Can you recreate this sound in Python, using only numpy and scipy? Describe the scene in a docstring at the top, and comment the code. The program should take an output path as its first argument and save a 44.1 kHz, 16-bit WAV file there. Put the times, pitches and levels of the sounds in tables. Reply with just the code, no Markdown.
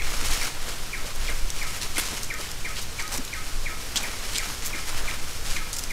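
"""A troop of macaques moves over dry leaf litter in a tropical forest, heard from close to the ground.
From the start, filtered noise makes air rumble on the microphone and a nearly steady hiss of insects and foliage.
A bird repeats a short falling whistle with echoes off the trunks, while dense random clicks make leaves shuffle.
Twigs soon snap, as noise cracks with ringing stems; then feet thud softly on soil, as damped low noise.
After about a second, short bursts of clicks add the crunch of crushed leaves."""
import sys
import numpy as np
from scipy import signal
from scipy.fft import rfft, irfft
from scipy.io import wavfile
from scipy.ndimage import uniform_filter1d

SR = 44100
rng = np.random.default_rng(int(sys.argv[2]) if len(sys.argv) > 2 else 0)


def dump_mix(stems):
    """Bounce the given channels to the path in sys.argv[1] as a 16-bit WAV at rate SR."""
    frames = np.atleast_2d(stems).T  # one column per channel
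    limited = np.clip(frames, -1, 1)  # hard clip at full scale
    pcm = np.round(limited * 32767).astype(np.int16)
    wavfile.write(sys.argv[1], SR, pcm)


N = 261072  # length in samples
TIME = np.arange(N) / SR  # seconds


def undb(db):
    """Turn decibels into a gain."""
    return 10 ** (np.asarray(db) / 20)


def unit(x):
    """Scale a sound to an average strength (rms) of one."""
    return x / np.sqrt(np.mean(x ** 2) + 1e-18)


def add(out, start, x):
    """Mix x into out from a start in seconds; anything outside out is cut off."""
    i = int(round(start * SR))
    x, i = x[max(-i, 0):], max(i, 0)
    out[i:i + len(x)] += x[:max(len(out) - i, 0)]


def colour(x, points):
    """Shape the spectrum of x along points of (Hz, dB); rms one."""
    hz, db = np.transpose(points)
    f = np.fft.rfftfreq(len(x), 1 / SR) + 1  # one Hz up, to avoid log(0)
    gain = undb(np.interp(np.log(f), np.log(hz), db))
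    return unit(irfft(rfft(x) * gain, len(x)))


def band(x, hz, octaves):
    """Keep a bell-shaped band around hz that leans toward the low side; rms one."""
    f = np.fft.rfftfreq(len(x), 1 / SR) + 1
    bell = 1 / (1 + (np.log2(f / hz) / octaves) ** 2)
    lean = np.sqrt(hz / (f + 2 * hz))
    return unit(irfft(rfft(x) * bell * lean, len(x)))


def walk(rate):
    """A smooth random drift with a spread near one, drawing 'rate' new values a second."""
    k = int(SR / rate)
    steps = np.repeat(rng.standard_normal(N // k + 1), k)
    return unit(uniform_filter1d(steps, k)[:N])


def crackle(count, per_s, spread_db):
    """Tiny fractures at random moments: many weak, a few strong."""
    hit = rng.random(count) < per_s / SR
    sign = rng.choice([-1, 1], count)
    strength = undb(spread_db * np.minimum(rng.exponential(size=count), 5))
    return hit * sign * strength


def trunks(x, t60, wet_db, per_s):
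    """Add echoes scattered by trunks and foliage, fading by 60 dB in t60 seconds."""
    t = TIME[:int(SR * t60)]
    echoes = crackle(len(t), per_s, 2.1) * undb(-60 * t / t60) * (t > .004)
    response = undb(wet_db) * unit(echoes) / np.sqrt(len(t))
    response[0] = 1  # the direct sound
    return signal.fftconvolve(x, response)[:N]


def leaf(x, low_hz, high_hz, patchy_db):
    """A dry leaf radiates between two edges, with its own uneven resonances; rms one."""
    hz = np.geomspace(100, 18000, 48)
    edges = -10 * np.log10((1 + (low_hz / hz) ** 6) * (1 + (hz / high_hz) ** 8))
    uneven = patchy_db * rng.standard_normal(len(hz))
    return colour(x, np.column_stack([hz, edges + uneven]))


def swell(start, length, attack, release):
    """A gesture rises from its start, holds to the end of its length and dies away (all in seconds)."""
    rise = np.clip((TIME - start) / attack, 0, 1)
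    return rise * np.exp(-np.maximum(TIME - start - length, 0) / release)


def air():
    """Slow eddies press on the microphone, harder in each puff."""
    # Puffs of air. Each row: start in seconds, length in seconds, level in dB.
    puffs = [(-.05, 0.36, -22), (1.118, 0.32, -21), (1.504, 0.36, -27.5), (3.46, 0.11, -26),
             (4.87, 0.16, -24), (5.366, 0.13, -19.5)]
    # Spectrum of the eddies. Each row: frequency in Hz, relative level in dB per Hz.
    eddy_spectrum = [(2, -6), (6, -2), (14, -0.5), (22, -5.5), (32, -15), (60, -24.5), (100, -40.5),
                     (180, -47), (400, -79)]
    calm_db = -29.5
    power = undb(calm_db) ** 2
    for start, length, db in puffs:
        push = undb(db) * swell(start, length, attack=0.09, release=.1)
        power = power + push ** 2
    eddies = colour(rng.standard_normal(N), eddy_spectrum) * np.sqrt(power)
    # the open air also carries a steady low rumble
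    rumble = band(rng.standard_normal(N), hz=70.6, octaves=0.93) * undb(-43.5)
    return eddies + rumble


def forest():
    """Distant foliage and insects blend into a smooth hiss whose level drifts slightly."""
    # Spectrum of the hiss. Each row: frequency in Hz, relative level in dB per Hz.
    hiss_spectrum = [(80, 0), (170, 3), (450, 3), (700, -1), (1000, 0), (1400, 1), (2000, -1.5),
                     (3700, -1.5), (5300, -1.6), (8000, -5), (11000, -9.5), (14000, -11), (15600, -20)]
    level_db = -39.5 + 0.64 * walk(3.02)
    return colour(rng.standard_normal(N), hiss_spectrum) * undb(level_db)


def bird():
    """A pure whistle drops an octave, then lingers softly at the bottom."""
    # Chirps. Each row: start in seconds, level in dB before a fixed 3.5 dB lift,
    # level of the held end note in dB relative to the chirp, before a fixed 2 dB cut.
    chirps = [(-.006, -28.5, -27), (.411, -29.5, -24), (.929, -26.5, -20), (1.278, -27, -24),
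              (1.612, -26.5, -14.5), (1.961, -28.5, -25), (2.300, -25.5, -14), (2.646, -26.5, -16),
              (2.985, -27.5, -12.5), (3.327, -27.5, -12.5), (3.657, -26.5, -14.5), (4.032, -28, -18),
              (4.383, -28, -13), (4.728, -28, -15), (5.075, -27, -15), (5.558, -27.5, -15),
              (5.901, -28, -13)]
    # The fall of one chirp. Each row: age in seconds, pitch in Hz before a slight waver, relative level in dB.
    sweep = [(0, 2527, -9.5), (.0058, 2332, -3.5), (0.0113, 2105, -4.5), (.017, 1909, -11),
             (.027, 1612, -15), (.039, 1310, -30)]
    # Early bounces off the ground and the nearest trunk. Each row: delay in seconds, level in dB.
    bounces = [(.00374, -9.5), (.0072, -13.5)]
    end_note_hz = 1280
    out, t = np.zeros(N), TIME[:SR // 8]
    age, pitch_hz, sweep_db = np.transpose(sweep)
    pitch_age = np.append(age, age[-1] + 0.0071)
    pitch_hz = np.append(pitch_hz, end_note_hz)
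    for start, db, end_db in chirps:
        a = t / (1 + .04 * rng.standard_normal())  # each chirp is a little longer or shorter
        offset = 0.01 * rng.standard_normal()
        waver = offset + 0.013 * band(rng.standard_normal(len(t)), hz=83, octaves=0.4)
        hz = np.interp(a, pitch_age, pitch_hz) * (1 + waver)
        fade_in = np.clip(a / age[1] * 2, 0, 1)
        fade_out = np.clip((age[-1] - a) / .006 + 1, 0, 1)
        fall = undb(np.interp(a, age, sweep_db)) * fade_in * fade_out
        hold = undb(end_db - 2) * np.exp(-((a - .056) / 0.017) ** 2)
        tone = np.sin(2 * np.pi * np.cumsum(hz) / SR)
        whistle = undb(db + 3.5) * (fall + hold) * tone
        # the bounces overlap the falling pitch and beat with it
        echoes = sum(undb(echo_db) * np.interp(t - lag, t, whistle, left=0) for lag, echo_db in bounces)
        # foliage smears each chirp, and the forest rings on
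        blurred = trunks(whistle + echoes, t60=0.35, wet_db=-4.5, per_s=4500)
        add(out, start, trunks(blurred, t60=0.64, wet_db=-5.5, per_s=4500))
    return out


def shuffle():
    """Leaves slide over each other as a dense crackle that swells with each stride, with a dull scuff."""
    # Strides through the litter. Each row: start in seconds, length in seconds, level of the crisp crackle
    # in dB, level of the dull scuff in dB relative to the crackle.
    strides = [(.01, 0.2, -35, -2.5), (0.223, .25, -33.5, -2.5), (0.515, .2, -43, 0.5),
               (1.002, .08, -43, 1), (1.159, .17, -40.5, -1.5), (1.536, 0.13, -38.5, -7),
               (1.717, 0.12, -40, -3), (1.934, 0.13, -37, -3), (2.029, 0.14, -36.5, -4.5),
               (2.372, 0.071, -38.5, -5.5), (2.664, 0.12, -42, -2), (3.075, 0.086, -41.5, -2),
               (3.77, 0.055, -45, -6), (3.935, .18, -37.5, -0.5), (4.196, 0.2, -40.5, -2),
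               (4.39, .16, -37, -5), (4.632, 0.16, -39, -3.5), (4.844, 0.28, -38, -1.5),
               (5.25, 0.07, -41, -8), (5.426, 0.11, -37, -5)]
    # Spectrum of the crisp crackle. Each row: frequency in Hz, relative level in dB per Hz.
    crisp_spectrum = [(1000, -23), (2200, 0.5), (3000, 0.5), (3700, -1.5), (5500, 1), (8000, -2),
                      (11000, -6), (15500, -15.5)]
    # Spectrum of the dull scuff. Each row: frequency in Hz, relative level in dB per Hz.
    scuff_spectrum = [(100, -10), (300, -3), (700, -1), (1400, 2), (2200, -3), (3500, -5.5), (8000, -20)]
    # the rest of the troop keeps the leaves stirring
    stir_db, stir_scuff_db = -43, -4.5  # the scuff is relative to the crackle
    crisp_power = undb(stir_db) ** 2
    scuff_power = undb(stir_db + stir_scuff_db) ** 2
    for start, length, db, scuff_db in strides:
        push = undb(db) * swell(start, length, attack=0.032, release=0.05)
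        crisp_power = crisp_power + push ** 2
        scuff_power = scuff_power + (push * undb(scuff_db)) ** 2
    # several patches of leaves take turns, each with its own colour
    patches = np.zeros(N)
    for _ in range(6):
        turn = undb(3.0 * walk(22))
        patches += turn * leaf(crackle(N, per_s=1400, spread_db=2.5), 540, 14500, patchy_db=2.5)
    crisp = colour(patches, crisp_spectrum) * np.sqrt(crisp_power)
    scuff = colour(crackle(N, per_s=1600, spread_db=2.5), scuff_spectrum) * np.sqrt(scuff_power)
    flutter = undb(1.35 * walk(60))
    return (crisp + scuff) * flutter


def snaps():
    """Twigs and leaf ribs break with a sharp crack and a brief ring of the broken stem."""
    # Loud snaps. Each row: start in seconds, peak level in dB, ring pitch in Hz.
    loud = [(.021, -16.5, 2390), (.45, -18, 5000), (1.301, -23, 8850), (1.503, -15.5, 5640),
            (1.97, -15.5, 2150), (1.983, -13, 1550), (1.997, -14.5, 1585), (2.233, -14.5, 6140),
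            (2.34, -21.5, 6650), (3.023, -20, 5700), (3.176, -15, 6530), (3.25, -22, 6940),
            (3.9588, -7.5, 3110), (3.964, -13, 3200), (4.031, -18, 7140), (4.383, -10, 4970),
            (5.112, -19, 2600), (5.73, -20, 4980), (5.768, -16, 5400), (5.793, -15.5, 5570),
            (5.838, -17, 5600)]
    # Ways a snapped stem rings. Each row: multiple of its ring pitch, relative level in dB,
    # time to fade by 60 dB in seconds (shorter for stems above 3200 Hz).
    stem = [(1, 2, 0.032), (1.07, 2, 0.031), (1.42, 0.5, 0.025), (1.72, 1.5, 0.0096), (2.3, 2, 0.011),
            (2.52, -7, 0.012)]
    out, t = np.zeros(N), TIME[:SR // 30]
    # small ribs give way at random between the loud snaps
    ticks = []
    for _ in range(12):
        start = rng.uniform(0, N / SR)
        peak_db = -22 + 2 * rng.standard_normal()
        ring_hz = 4870 * 2 ** (0.376 * rng.standard_normal())
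        ticks.append((start, peak_db, ring_hz))
    for start, db, hz in list(loud) + ticks:
        crack = leaf(rng.standard_normal(len(t)), 2274, 11300, patchy_db=9.0) * np.exp(-t / 0.0017)
        # thin, high-pitched stems die away sooner
        haste = max(hz / 3200, 1)
        ring = np.zeros(len(t))
        for multiple, mode_db, t60 in stem:
            if hz * multiple < 12500:
                fade = undb(-60 * t / t60 * haste)
                ring += undb(mode_db) * np.sin(2 * np.pi * hz * multiple * t) * fade
        snap = crack + undb(-1.5) * ring
        add(out, start, undb(db) * snap / np.abs(snap).max())
    return out


def thuds():
    """The soil answers a footfall with a low, quickly damped knock."""
    # Soft footfalls. Each row: start in seconds, peak level in dB, pitch in Hz, width in octaves.
    footfalls = [(.221, -29.5, 400, .99), (.678, -30.5, 604, 0.89), (1.04, -30, 448, 1),
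                 (1.29, -34, 480, 0.65), (1.975, -26.5, 300, 0.81), (2.125, -27.5, 242, .9),
                 (2.394, -29, 477, .53), (3.143, -31, 550, 1), (3.184, -28.5, 262, 0.24),
                 (3.645, -32.5, 590, .94), (3.96, -29.5, 259, 0.89), (4.737, -32.5, 310, 0.32)]
    out, t = np.zeros(N), TIME[:SR // 5]
    for start, db, hz, octaves in footfalls:
        damping = (1 - np.exp(-t / 0.0048)) * np.exp(-t / 0.01)
        knock = band(rng.standard_normal(len(t)), hz, octaves) * damping
        add(out, start, undb(db) * knock / np.abs(knock).max())
    return out


def crunches():
    """Each step breaks a cluster of leaves: a quick rise, a hold and a short release."""
    # Feet crushing leaves. Each row: start in seconds, length in seconds, level in dB at full press,
    # lower edge in Hz, upper edge in Hz.
    steps = [(1.264, .024, -34, 2490, 6840), (1.809, 0.044, -29, 1240, 9100), (1.956, .022, -34, 900, 9000),
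             (1.979, 0.027, -23, 1100, 11600), (2.226, 0.028, -35.5, 5000, 9800),
             (2.762, .035, -35.5, 2160, 5740), (2.813, .02, -34, 3500, 10400),
             (2.994, 0.018, -31.5, 706, 8000), (3.116, .067, -30.5, 500, 11100),
             (3.959, 0.029, -24, 2700, 7600), (4.343, 0.037, -27, 2170, 6600),
             (4.369, .024, -31, 4000, 8000), (4.621, 0.0092, -30.5, 1490, 7050),
             (4.646, 0.041, -30, 4980, 14000), (5.564, 0.0068, -30.5, 896, 6960),
             (5.729, .0084, -27.5, 4400, 9570), (5.763, .013, -34, 4500, 10000),
             (5.784, .012, -31, 5000, 12000)]
    out, t = np.zeros(N), TIME[:SR // 6]
    for start, length, db, low_hz, high_hz in steps:
        rise = np.clip(t / (0.13 * length), 0, 1)
        press = rise * np.exp(-np.maximum(t - length * 0.55, 0) / 0.015)
        leaves = leaf(crackle(len(t), per_s=3500, spread_db=3.5), low_hz, high_hz, patchy_db=3.0)
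        add(out, start, undb(db) * press * leaves)
    return out


def scene():
    """The ground sounds are close, with only a little forest echo; the other layers join them."""
    background = air() + forest() + bird()
    ground = shuffle() + snaps() + thuds() + crunches()
    ground = trunks(ground, t60=0.16, wet_db=-17.5, per_s=3000)
    return (background + ground)[None]  # one channel


def record(dry):
    """A steep filter cuts the treble above 15600 Hz."""
    top_cut = signal.ellip(10, .2, 80, 15600, fs=SR, output="sos")
    return signal.sosfilt(top_cut, dry)


dry = scene()
out = record(dry)
dump_mix(out)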